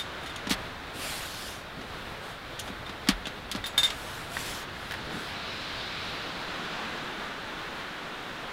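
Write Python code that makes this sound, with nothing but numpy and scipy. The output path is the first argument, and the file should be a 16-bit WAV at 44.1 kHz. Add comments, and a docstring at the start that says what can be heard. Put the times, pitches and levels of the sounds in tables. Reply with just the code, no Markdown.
"""Latch clinks and wood knocks over a hissing fire: a small sheet-steel stove is stoked in a tent.
Each blow rattles the thin panels; heavy ones thump the firebox. The steel latch rings until
the catch chokes it. A padded nylon sleeve swishes as the arm reaches in and away, and a small
tool taps. The draught roars in the flue and hisses at the air slots, swelling once the door
is shut. One microphone, the same in both ears."""
import sys
import numpy as np
from scipy import signal
from scipy.io import wavfile
from scipy.ndimage import uniform_filter1d

SR = 44100
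rng = np.random.default_rng(int(sys.argv[2]) if len(sys.argv) > 2 else 0)


def to_wav(sig):
    """Store sig (one row per channel, or 1-D mono) as 16-bit WAV at the path in sys.argv[1].

    Samples outside -1..1 are clipped; the rate is SR.
    """
    pcm = np.clip(np.atleast_2d(sig), -1, 1) * 32767
    pcm = np.round(pcm).astype(np.int16)
    wavfile.write(sys.argv[1], SR, pcm.T)  # frames by channels


N = 375776
TIME_S = np.arange(N) / SR
AGE_S = np.arange(SR // 2) / SR  # time since a blow

# Latch clinks. Each row: start in seconds, ring level in dB, treble tilt in dB per octave,
# spot struck (negative toward the catch, positive toward the handle).
LATCH_CLINKS = [(0.000, -28, 1, -0.31), (0.234, -43, 5, -.6), (0.270, -40, 3, .6), (0.295, -39, 1, -.6),
                (2.864, -38.5, -10, 0), (3.641, -29, -7, .3), (3.6665, -33, 8, -0.79),
                (3.7784, -14.5, 1.5, 1), (3.8322, -16.5, 0.5, -1.3), (3.84544, -24, 0, -1),
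                (3.866, -28, -12, -1)]
# Latch modes. Each row: frequency in Hz, relative level in dB, t60 in seconds,
# gain in dB when struck at the handle, share of the ring that the catch stops.
LATCH_MODES = [(1265, -24, .06, 0, .3), (1669, -18, .12, 5, .3), (2090, -18, .13, -3, .2),
               (2234, -16, .09, 1, .3), (3284, -22, .12, 3, .5), (3623, 0, .19, 0, .92),
               (3680, -20, .14, 0, .3), (4377, -25, .11, 3, .3), (4856, -19.5, .12, -4, .2),
               (5534, -25, .2, 0, .3), (6498, -30, .15, 0, .3), (6745, -24, .3, 2, .2),
               (7634, -28, .25, -5, .1), (7736, -24, .22, 3, .1), (10433, -21, .14, -2, .4),
               (10980, -29, .15, 7, .5), (11730, -33, .15, 3, .4), (12400, -30, .1, 5, .3),
               (13600, -25, .085, 1, .4), (14800, -30, .08, -5, .4), (15160, -31, .07, 0, .3)]
# Thin-steel clatter, catch tick and hollow tap colours.
# Each row: frequency in Hz, relative density in dB, base t60 in seconds.
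STEEL_COLOUR = [(100, -33, .08), (500, -6, 0.13), (1000, -4.5, 0.17), (1960, 0.5, 0.15), (2460, -2, 0.1),
                (3520, 5.5, 0.089), (4970, 0, 0.066), (7160, -7, 0.06), (10000, -9.5, 0.062),
                (13000, -16, 0.068), (16000, -22, .045)]
TICK_COLOUR = [(500, -42, .05), (2200, 2, .06), (3230, 13, 0.12), (5040, -3, 0.11), (6600, 4.5, 0.12),
               (7800, -8, .06), (9000, 3, 0.063), (10500, -12, 0.076), (11700, -8, 0.086),
               (13500, -14, .05), (16000, -21, .04)]
TAP_COLOUR = [(200, -9, .04), (750, -17, .04), (1020, 0, 0.054), (1330, -22, 0.057), (1740, 9.5, 0.07),
              (2290, -11, 0.051), (3000, -5.5, 0.05), (4970, -16, 0.062), (8000, -29, .04),
              (16000, -31, .04)]
# Steady fire, flue roar and air-slot hiss. Each row: frequency in Hz, relative density in dB.
FIRE_SPECTRUM = [(15, -3), (30, 4), (44, 4), (60, 3), (130, 0.5), (300, -1.5), (450, -0.5), (680, 0),
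                 (950, -2), (1450, 0), (2100, -4.5), (2900, -9), (3650, -6.5), (4700, -17.5), (6500, -25),
                 (10000, -28), (16000, -32)]
FLUE_SPECTRUM = [(60, -27), (120, 1.5), (180, 3.5), (320, 3), (550, -0.5), (1000, 1), (1500, 4), (2200, -3),
                 (3500, -4), (4800, -14.5), (7000, -21.5), (11000, -37.5), (16000, -49)]
SLOT_SPECTRUM = [(300, -13), (1500, -6), (2500, -1), (3200, -1.5), (3900, 2), (4400, -2.5), (5000, -6.5),
                 (6000, -17), (9000, -28.5), (16000, -41)]
# Draught, slack while the door is worked. Each row: time in seconds, flue roar in dB.
DRAUGHT_CURVE = [(0, -43), (.4, -41.5), (1.1, -51.5), (3.4, -57), (4.1, -48.5), (5.4, -41), (6.2, -41.5),
                 (7.2, -39.5), (8.5, -41.5)]
# Draught surges. Each row: peak time in seconds, Gaussian width in seconds, flue roar in dB,
# slot hiss in dB.
DRAUGHT_SURGES = [(5.82, 0.55, -57, -39.5), (6.75, 0.26, -38.5, -48.5)]
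# Ticks of the catch; taps on the stove and of a small tool lifted off it and put down.
# Each row: start in seconds, level in dB, tilt in dB per octave.
CATCH_TICKS = [(0.260, -38, 0), (0.36, -35.5, 2), (2.591, -33, 1), (2.595, -30, 5), (3.254, -32, -8),
               (3.268, -34.5, -6), (3.5144, -40, 2)]
LIGHT_TAPS = [(3.641, -30.5, -2.5), (4.368, -23.5, -2.5), (4.910, -29, 2.5), (4.920, -29.5, 3.5),
              (4.938, -27, 1)]
# Wood and door hitting the firebox. Each row: start in seconds, clatter level in dB,
# tilt in dB per octave, thump level in dB.
FIREBOX_KNOCKS = [(0.470, -30.5, -4.5, -25), (0.508, -24.5, -5, -16.5), (1.812, -37.5, -5, -39),
                  (2.676, -35.5, -4, -50), (2.699, -43, -5, -29.5), (2.892, -35.5, -5, -34),
                  (3.072, -30, -7, -55), (3.0874, -16, -0.2, -10.5), (3.269, -32, -2.5, -30.5),
                  (3.5143, -28, 2.5, -60), (3.549, -32, -4.5, -21.5), (3.559, -33.5, -1, -54),
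                  (3.659, -31.5, 0, -60), (3.903, -30, -1, -60)]
# Low modes of the firebox and its air; clearest modes of the side panels.
# Each row: frequency in Hz, relative level in dB, base t60 in seconds.
THUMP_MODES = [(109, -32, 0.053), (191.5, -4.5, 0.094), (277, 2.5, 0.04)]
PANEL_MODES = [(900, -24, .08), (1150, -23, .08), (1430, -18, .08), (1933, -14, .07), (2676, -21, .1),
               (3340, -16, .09), (3720, -16, .07), (4727, -22, .07), (5087, -22, .07), (6072, -24, .06),
               (6691, -23, .06), (7671, -27, .07)]
# Arm strokes, sleeve on jacket. Each row: start in seconds, length in seconds,
# slowing time in seconds, relative swish level in dB, flop level in dB.
ARM_STROKES = [(0.925, 0.73, .38, -45, -45), (1.745, 0.51, 0.18, -69, -49), (2.19, .19, .08, -60, -63),
               (2.588, 0.13, .06, -54, -52), (3.87, 0.6, 0.58, -51, -56), (4.294, 0.36, 0.096, -45.5, -48),
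               (4.71, 0.32, .16, -59, -65), (5.088, 0.27, 0.16, -56, -41)]
# Nylon swish and padding flop. Each row: frequency in Hz, relative density in dB.
NYLON_SPECTRUM = [(200, 2.5), (1500, 3), (3000, 5.5), (4500, 3.5), (6200, -0.5), (10000, -2), (12500, -5.5),
                  (16000, -13)]
PADDING_SPECTRUM = [(40, -13), (120, -7), (260, 2.5), (450, -10), (900, -13), (3000, -22), (16000, -50)]


def gain_of(db):
    """Decibels to amplitude."""
    return 10 ** (np.asarray(db) / 20)


def unit_rms(x):
    """Scales to rms 1."""
    return x / np.sqrt(np.mean(x ** 2) + 1e-20)


def lookup(table, hz, column=1):
    """Interpolates a column over log frequency."""
    columns = np.transpose(table)
    return np.interp(np.log(hz + 1), np.log(columns[0]), columns[column])


def add(mix, start_s, sound):
    """Mixes a sound in at start_s."""
    part = mix[max(round(start_s * SR), 0):][:len(sound)]
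    part += sound[:len(part)]


def mode(hz, t60_s):
    """One damped vibration."""
    return np.sin(2 * np.pi * hz * AGE_S) * np.exp(-np.log(1000) * AGE_S / t60_s)


def clatter(colour, tilt_db_oct, rise_s, t60_scale, crack, crack_s):
    """Dense modes, each band dying at its own rate, with a short crack in front."""
    hz, frame_s, bands = signal.stft(rng.standard_normal(len(AGE_S)), SR, nperseg=128)
    octaves = np.log2(np.maximum(hz, 500) / 4000)
    shape = unit_rms(gain_of(lookup(colour, hz) + tilt_db_oct * octaves))
    t60_s = lookup(colour, hz, column=2) * t60_scale
    decay = gain_of(-60 * frame_s / t60_s[:, None])
    tail = signal.istft(bands * shape[:, None] * decay, SR, nperseg=128)[1][:len(AGE_S)]
    attack = np.minimum(AGE_S / max(rise_s, 1e-5), 1)
    return tail * attack * (1 + crack * np.exp(-AGE_S / crack_s)) / (1 + crack / 2)


def latch():
    """The steel handle rings freely, then rests on the catch, which chokes its main mode."""
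    out = np.zeros(N)
    full_clink_db, contact_db = -15.5, -11
    for start_s, ring_db, tilt_db_oct, spot in LATCH_CLINKS:
        free_s = 0.037 * gain_of(0.27 * (ring_db - full_clink_db))  # weak clinks settle sooner
        choke = (1 + np.tanh((AGE_S - free_s) / 0.0035)) / 2
        for hz, mode_db, t60_s, handle_db, stopped in LATCH_MODES:
            level_db = ring_db + mode_db + spot * handle_db + tilt_db_oct * max(np.log2(hz / 3600), 0)
            add(out, start_s, gain_of(level_db) * mode(hz, t60_s) * (1 - stopped * choke))
        contact = clatter(STEEL_COLOUR, 0, rise_s=0.00079, t60_scale=3.6, crack=0.97, crack_s=0.0049)
        add(out, start_s, gain_of(ring_db + contact_db) * contact)
    return out


def noise(spectrum, patchy_db, flicker_db):
    """Noise of rms 1 with drifting patches of colour and a flicker shared by all bands."""
    frames, hz = N // 512 + 5, np.fft.rfftfreq(2048, 1 / SR)
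    real, imag, patches = rng.standard_normal((3, frames, len(hz)))
    patches = uniform_filter1d(patches, size=7, axis=0)
    patches = unit_rms(uniform_filter1d(patches, size=20, axis=1))
    flicker = unit_rms(uniform_filter1d(rng.standard_normal(frames), size=8))[:, None]
    level_db = lookup(spectrum, hz) + patchy_db * patches + flicker_db * flicker
    bands = (real + 1j * imag) * gain_of(level_db)
    return unit_rms(signal.istft(bands.T, nperseg=2048, noverlap=1536)[1][:N])


def fire():
    """Steady burning hiss; its low rumble holds, then fades."""
    burning = gain_of(-41) * noise(FIRE_SPECTRUM, patchy_db=0.55, flicker_db=0.93)
    rumble = signal.sosfiltfilt(signal.butter(1, [55, 150], "band", fs=SR, output="sos"), burning)
    fade_start_s, fade_db_per_s = 5.86, 13
    rumble_db = np.clip(3.5 - fade_db_per_s * (TIME_S - fade_start_s), -8, 3.5)
    return burning + (gain_of(rumble_db) - 1) * rumble


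def draught():
    """Drawn air roars in the flue and hisses at the door's slots; surges add in power."""
    roar = gain_of(np.interp(TIME_S, *np.transpose(DRAUGHT_CURVE)))
    hiss = gain_of(-54)
    for peak_s, width_s, roar_db, hiss_db in DRAUGHT_SURGES:
        swell = np.exp(-((TIME_S - peak_s) / width_s) ** 2 / 2)
        roar = np.hypot(roar, gain_of(roar_db) * swell)
        hiss = np.hypot(hiss, gain_of(hiss_db) * swell)
    flue = roar * noise(FLUE_SPECTRUM, patchy_db=0.16, flicker_db=0.28)
    slots = hiss * noise(SLOT_SPECTRUM, patchy_db=1.3, flicker_db=-0.05)
    return flue + slots


def catch():
    """The door's catch scrapes in bright ticks."""
    out = np.zeros(N)
    for start_s, level_db, tilt_db_oct in CATCH_TICKS:
        tick = clatter(TICK_COLOUR, tilt_db_oct, rise_s=0.0025, t60_scale=1, crack=1.4, crack_s=0.0056)
        add(out, start_s, gain_of(level_db) * tick)
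    return out


def panel_blow(tilt_db_oct, rise_s, t60_scale):
    """One contact with thin steel: clear panel modes over a dense clatter."""
    signs = rng.choice([-1, 1], len(PANEL_MODES))  # polarity depends on the spot struck
    ring = sum(sign * gain_of(db) * mode(hz, t60_s * t60_scale)
               for sign, (hz, db, t60_s) in zip(signs, PANEL_MODES))
    ring *= 1 - np.exp(-AGE_S / 0.0017)  # the blow spreads over the panels
    return ring + clatter(STEEL_COLOUR, tilt_db_oct, rise_s, t60_scale, crack=0.92, crack_s=0.0027)


def firebox():
    """Knocks rattle the steel; heavy ones also thump the box and rock it on its legs."""
    out = np.zeros(N)
    middling_db, rock_db, rock_lag_s = -31.5, -8.5, 0.018
    # neighbouring modes swing in opposite senses, so the thump swells for a few ms
    thump = sum((-1) ** k * gain_of(db) * mode(hz, t60_s)
                for k, (hz, db, t60_s) in enumerate(THUMP_MODES))
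    thump *= 1 - np.exp(-AGE_S / 0.0034)
    rocking = mode(hz=42.4, t60_s=0.22) * (1 - np.exp(-AGE_S / 0.021)) ** 2
    for start_s, clatter_db, tilt_db_oct, thump_db in FIREBOX_KNOCKS:
        rise_s = 0.001 * gain_of(1.8 * (middling_db - clatter_db))  # harder blow, shorter contact
        add(out, start_s, gain_of(clatter_db) * panel_blow(tilt_db_oct, rise_s, t60_scale=1.29))
        add(out, start_s, gain_of(thump_db) * thump)
        add(out, start_s + rock_lag_s, gain_of(thump_db + rock_db) * rocking)
    return out


def judder(slips):
    """A shove sticks and slips along the steel: a short crunch that swells and dies."""
    out = np.zeros(N)
    start_s, peak_s, gap_s, fade_db_per_s = 0.4945, 0.511, 0.0085, 362
    for slip_s in start_s + gap_s * np.arange(slips):
        level_db = -18.5 - fade_db_per_s * abs(slip_s - peak_s)
        add(out, slip_s, gain_of(level_db) * panel_blow(tilt_db_oct=2, rise_s=0.003, t60_scale=0.64))
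    return out


def weave_zip(age_s):
    """The weave's zip: noise through a resonance that climbs during the stroke."""
    start_hz, climb_hz_per_s, width_hz = 2500, 4600, 930
    carrier = np.exp(2j * np.pi * np.cumsum(start_hz + climb_hz_per_s * age_s) / SR)
    pole = np.exp(-np.pi * width_hz / SR)
    friction = rng.standard_normal(SR)[:len(age_s)]
    baseband = signal.lfilter([1 - pole], [1, -pole], friction / carrier)
    return unit_rms((carrier * baseband).real)


def sleeve():
    """Nylon threads slide over each other in a grainy swish; the padding flops as a stroke starts."""
    speed, push, weave = np.zeros((3, N))
    attack_s, flop_rise_s, zip_db, grain_db = 0.12, 0.043, -9.5, 0.83
    flop_envelope = AGE_S / flop_rise_s * np.exp(1 - AGE_S / flop_rise_s)
    for start_s, length_s, slowing_s, swish_db, flop_db in ARM_STROKES:
        age_s = np.arange(0, length_s, 1 / SR)
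        ramps = np.clip([age_s / attack_s, (length_s - age_s) / slowing_s], 0, 1)
        stroke = gain_of(swish_db) * np.sin(np.pi / 2 * ramps).prod(axis=0)
        add(speed, start_s, stroke)
        add(weave, start_s, stroke * weave_zip(age_s))
        add(push, start_s, gain_of(flop_db) * flop_envelope)
    grain = unit_rms(uniform_filter1d(rng.standard_normal(N), size=90))
    nylon = noise(NYLON_SPECTRUM, patchy_db=2.1, flicker_db=1.7)
    swish = speed * unit_rms(nylon * gain_of(grain_db * grain))
    flop = push * noise(PADDING_SPECTRUM, patchy_db=2, flicker_db=2)
    return gain_of(6) * (swish + gain_of(zip_db) * weave) + flop


def taps():
    """Light contacts with the stove: short, hollow, hardly any ring."""
    out = np.zeros(N)
    for start_s, level_db, tilt_db_oct in LIGHT_TAPS:
        tap = clatter(TAP_COLOUR, tilt_db_oct, rise_s=0.0004, t60_scale=1, crack=0.82, crack_s=0.0045)
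        add(out, start_s, gain_of(level_db) * tap)
    return out


def scene():
    """Dry mono mix on two channels; canvas and snow return almost no echo."""
    mono = firebox() + judder(slips=6) + latch() + taps() + catch() + sleeve() + fire() + draught()
    return np.tile(mono, (2, 1))


def record(dry):
    """The recorder's band limit."""
    cutoff_hz = 15850
    lowpass = signal.firwin(511, cutoff_hz, window=("kaiser", 9), fs=SR)
    return signal.oaconvolve(dry, lowpass[None], "same")


dry = scene()
out = record(dry)
to_wav(out)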